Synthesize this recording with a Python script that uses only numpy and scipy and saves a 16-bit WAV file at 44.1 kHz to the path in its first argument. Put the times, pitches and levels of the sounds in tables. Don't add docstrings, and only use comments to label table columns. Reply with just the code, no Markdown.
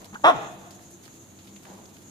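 import sys
import numpy as np
from scipy import signal
from scipy.fft import rfft, irfft
from scipy.io import wavfile
from scipy.ndimage import uniform_filter1d, minimum_filter1d

SR = 44100
rng = np.random.default_rng(int(sys.argv[2]) if len(sys.argv) > 2 else 0)


def file_out(sig):
    cols = np.atleast_2d(sig).T
    lim = np.clip(cols, -1, 1)
    pcm = np.round(lim * 32767).astype(np.int16)
    wavfile.write(sys.argv[1], SR, pcm)


N = 92610
TIME = np.arange(N) / SR
FREQS = np.fft.rfftfreq(N, 1 / SR)
EAR_LAG_MS = 0.2

# t/s, f/Hz
BARK_PITCH = [(.233, 255), (.245, 283.1), (.255, 314.8), (.267, 335.8), (.279, 358), (.297, 348),
              (.318, 305), (.338, 255), (.35, 145), (.38, 120)]
# f/Hz, level/dB
THROAT_TONE = [(50, -38), (170, -15.5), (330, -12), (450, -8), (560, -3.5), (670, 0.5), (820, -1.5),
               (1000, -2.5), (1270, -1), (1480, -10), (1850, -11.5), (2200, -24), (2650, -18),
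               (2950, -25.5), (3480, -15), (4000, -30.5), (4600, -49), (5350, -34.5), (7500, -37.5),
               (12000, -47.5), (15000, -62)]
# f/Hz, width/Hz
THROAT_RINGS = [(700, 220), (1230, 96), (3520, 350)]


def bark():
    start_s, rise_s, hold_s, fall_s = .2355, .013, .05, .043
    bark_db, sag_db, end_db = -9.5, -3.5, -27
    jitter, shimmer, alternation = 0.027, 0.28, 0.33
    stages = start_s + np.cumsum([0, rise_s, hold_s, fall_s])
    pitch = np.interp(TIME, *np.transpose(BARK_PITCH)) * (1 + jitter * wander(rate_hz=180))
    cycles = np.cumsum(pitch) / SR
    folds = unit(sum(np.cos(2 * np.pi * k * cycles) for k in range(1, 20)))
    folds *= 1 + shimmer * wander(rate_hz=183) + alternation * np.cos(np.pi * cycles)
    puffs = unit((.5 + np.exp(-(cycles % 1) / 0.35)) * rng.standard_normal(N))
    air_share = np.interp(TIME, stages[:3], [.9, .5, .75])
    buzz = np.sqrt(1 - air_share) * folds + np.sqrt(air_share) * puffs
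    for hz, width in THROAT_RINGS:
        buzz = buzz - 2 * resonate(buzz, hz, width)
    effort = np.clip((TIME - start_s) / rise_s, 0, 1) ** 1.4
    effort *= amp(np.interp(TIME, stages, [0, 0, sag_db, end_db]))
    effort *= np.exp(-np.maximum(TIME - stages[-1], 0) / .008)
    opening = np.interp(TIME, stages, [0, 1, 1, 0])
    wide = colour(buzz, THROAT_TONE)
    narrow = colour(buzz, [(hz * 0.93, db) for hz, db in THROAT_TONE])
    voice = (opening * wide + (1 - opening) * narrow)[0] * effort
    voice *= amp(bark_db) * np.linalg.norm(effort) / np.linalg.norm(voice)
    chest_db, lead_s, chest_s = -32.5, 0.0031, 0.14
    swell = np.sin(np.pi * np.clip((TIME - start_s + lead_s) / chest_s, 0, 1))
    return voice + amp(chest_db) * np.sin(2 * np.pi * cycles) * abs(swell) ** 0.36


# left delay/ms, right delay/ms, level/dB
NEAR_ECHOES = [(3.1, 2.77, -19.5), (9.4, 12, -11.5), (15.0, 13, -12)]
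# f/Hz, level/dB
ECHO_TONE = [(100, 14), (200, 2.5), (330, 4), (430, 9), (560, -2.5), (710, -2), (850, 0), (1050, -5),
             (1300, -1.5), (1700, 1), (2700, 3), (3500, -1.5), (4200, 7), (8000, -0.5)]
# f/Hz, time to fade by 60 dB/s
STREET_FADE = [(100, 2.3), (400, 0.98), (720, 1.17), (1300, 0.72), (3500, 1.23), (8000, 0.15)]
# delay/s, level/dB, time to fade by 60 dB/s
FAR_WALLS = [(0.084, -20, .27), (0.159, -24, 0.21), (.37, -37, .5)]


def street(x):
    near = delayed(x, [0, EAR_LAG_MS])
    near += sum(amp(db) * delayed(x, [left, right]) for left, right, db in NEAR_ECHOES)
    near += amp(-9) * ring(x, [(1000, 0.075)], delay_s=.004)
    thrown = colour(x, ECHO_TONE)
    tail = amp(-21.5) * ring(thrown, STREET_FADE, delay_s=.035)
    walls = sum(amp(db) * ring(thrown, [(1000, fade)], delay) for delay, db, fade in FAR_WALLS)
    return near + tail + walls


# t/s, relative level/dB, f/Hz, width/Hz, decay/s
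JAW_SMACKS = [(.126, -39.5, 231, 70, 0.0067), (0.14, -34.5, 220, 70, 0.0066), (.128, -49, 1040, 700, 0.037),
              (0.1405, -38.5, 1200, 1190, 0.0079), (0.1549, -29, 1463, 220, 0.0034),
              (0.1534, -36, 890, 180, 0.0038), (.196, -44.5, 675, 200, 0.0014)]


def jaws():
    return sum(amp(db) * burst(start, 0.0025, decay) * band(rng.standard_normal(N), hz, width)
               for start, db, hz, width, decay in JAW_SMACKS)


def thump():
    start_s, hz = .249, 55
    tone = np.sin(2 * np.pi * hz * (TIME - start_s))
    return amp(-40) * burst(start_s, rise=.004, decay=0.0063) * tone * amp([[0], [-14]])


# t/s, level/dB, f/Hz, decay/s
CRUNCHES = [(0.017, -45, 1260, 0.0035), (0.044, -43, 3440, 0.0035), (.053, -48, 4860, 0.013),
            (0.144, -45, 3200, 0.0051), (0.612, -48, 2940, 0.0029), (0.706, -48.5, 5000, 0.018),
            (0.79, -45.5, 1000, 0.0056), (0.904, -53.5, 9400, 0.02), (1.043, -54, 2500, 0.0075),
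            (1.053, -50, 4100, 0.016), (1.078, -50, 1570, 0.011), (1.388, -55.5, 3500, 0.037),
            (1.471, -51, 3160, 0.019), (1.56, -49.5, 2600, 0.013), (1.649, -46.5, 1420, 0.016),
            (1.856, -51, 4500, .005), (1.966, -50.5, 2800, .005)]
# t/s, level/dB, rise/s, decay/s
HOOF_SCRAPES = [(0, -48.5, 0.0082, 0.085), (1.623, -47, 0.085, 0.12)]
# f/Hz, relative level/dB
HOOF_TONE = [(80, -23.5), (300, -2.5), (600, -4.5), (950, -2.5), (1300, -14), (2500, -20.5), (5000, -24.5),
             (14000, -49)]


def feet():
    grains = air() * amp(2.1 * wander(rate_hz=300))
    grit = sum(amp(db) * burst(start, 0.0006, decay) * unit(resonate(grains, hz, width_hz=0.57 * hz))
               for start, db, hz, decay in CRUNCHES)
    drag = sum(amp(db) * burst(start, rise, decay) for start, db, rise, decay in HOOF_SCRAPES)
    rubbing = air() * amp(1.9 * wander(rate_hz=170))
    return grit + drag * unit(colour(rubbing, HOOF_TONE))


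# f/Hz, relative level/dB
TOWN_TONE = [(20, -13), (45, -15), (85, -1), (130, 2), (200, 2), (270, 1.5), (350, 0.5), (450, -5.5),
             (800, -10.5), (1300, -13.5), (2100, -19.5), (4200, -19), (5400, -43), (8000, -28.5),
             (12000, -24.5), (14500, -28.5), (16000, -35)]


def town():
    return amp(-52) * unit(colour(air(), TOWN_TONE)) * amp(0.27 * wander(rate_hz=24))


# f/Hz, level/dB
HUM_TONES = [(96.9, -63.5), (193.8, -58.5), (333.8, -62)]


def hum():
    total = np.zeros(N)
    for hz, db in HUM_TONES:
        cycles = np.cumsum(hz + 3 * wander(rate_hz=7.6)) / SR
        total += amp(db) * unit(np.sin(2 * np.pi * cycles) * (1 + .5 * wander(rate_hz=9.7)))
    return total


def rustle():
    hiss = resonate(air(), 5080, width_hz=5600)
    flicker_db = 3 * wander(rate_hz=27) + 1.3 * wander(rate_hz=390)
    return amp(-61.5) * unit(hiss * amp(flicker_db))


def insects():
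    return amp(-56.5) * band(air(), 6673, width_hz=928) * amp(2.47 * wander(rate_hz=13.5))


# f/Hz, likeness (1 = the same, 0 = unrelated)
SIDE_LIKENESS = [(50, 1), (250, 0.8), (500, 0.5), (800, 0.72), (1100, -.1), (3300, 0), (4200, 0.6),
                 (5200, 0), (15000, 0.18)]


def air():
    left, other = rfft(rng.standard_normal((2, N)))
    same = read(SIDE_LIKENESS, FREQS)
    right = same * left + np.sqrt(1 - same ** 2) * other
    return irfft(np.array([left, right]), N)


def amp(db):
    return 10 ** (np.asarray(db) / 20)


def unit(x):
    return x / np.sqrt(np.mean(x ** 2) + 1e-20)


def read(points, hz):
    f, value = np.transpose(points)
    return np.interp(np.log(hz + 1), np.log(f + 1), value)


def colour(x, points):
    size = 8192
    log_gain = np.log(amp(read(points, abs(np.fft.fftfreq(size, 1 / SR)))))
    taps = np.fft.ifft(np.exp(np.conj(signal.hilbert(log_gain)))).real[:size // 2]
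    return signal.fftconvolve(np.atleast_2d(x), taps[None], axes=1)[:, :N]


def wander(rate_hz):
    return unit(irfft(rfft(rng.standard_normal(N)) * np.exp(-(FREQS / rate_hz) ** 2), N))


def resonate(x, hz, width_hz):
    turn, feedback = np.exp(2j * np.pi * hz * TIME), np.exp(-np.pi * width_hz / SR)
    return 2 * (turn * signal.lfilter([1 - feedback], [1, -feedback], x / turn + 1e-18)).real


def band(x, hz, width_hz):
    return unit(resonate(resonate(x, hz, width_hz), hz, width_hz))


def burst(start, rise, decay):
    age = TIME - start
    return np.clip(age / rise, 0, 1) * np.exp(-np.maximum(age - rise, 0) / decay)


def delayed(x, ms):
    return irfft(rfft(x) * np.exp(-2j * np.pi * np.outer(ms, FREQS) / 1000), N)


def ring(x, fade_times, delay_s):
    hz, t, bands = signal.stft(air(), SR, nperseg=256)
    fade = amp(-60 * t / read(fade_times, hz)[:, None])
    tail = signal.istft(bands * fade, SR, nperseg=256)[1][:, :N]
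    tail = np.pad(unit(tail) / np.sqrt(N), ((0, 0), (round(delay_s * SR), 0)))
    return signal.fftconvolve(np.atleast_2d(x), tail, axes=1)[:, :N]


def scene():
    smack = jaws()
    dog = street(bark() + amp(-5.5) * smack)
    dog += 0.7 * delayed(smack, [0, EAR_LAG_MS])
    return dog + thump() + feet() + town() + hum() + rustle() + insects()


# f/Hz, level/dB
MIC_BALANCE = [(100, 0), (700, 1), (2000, -3), (7000, -0.5), (8500, 12), (10300, -10.5), (12400, -12.5),
               (13500, -2.5)]


def record(dry):
    ceiling, smooth_s, top_hz = .68, .003, 15300
    balance_db = read(MIC_BALANCE, FREQS)
    sides = irfft(rfft(dry) * amp(np.array([balance_db, -balance_db]) / 2), N)
    span = round(smooth_s * SR)
    gain = minimum_filter1d(ceiling / np.maximum(abs(sides).max(0), ceiling), span)
    sides *= uniform_filter1d(uniform_filter1d(gain, span), span)
    treble_cut = signal.firwin(511, top_hz, window=("kaiser", 9), fs=SR)
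    return signal.oaconvolve(sides, treble_cut[None], "same")


dry = scene()
out = record(dry)
file_out(out)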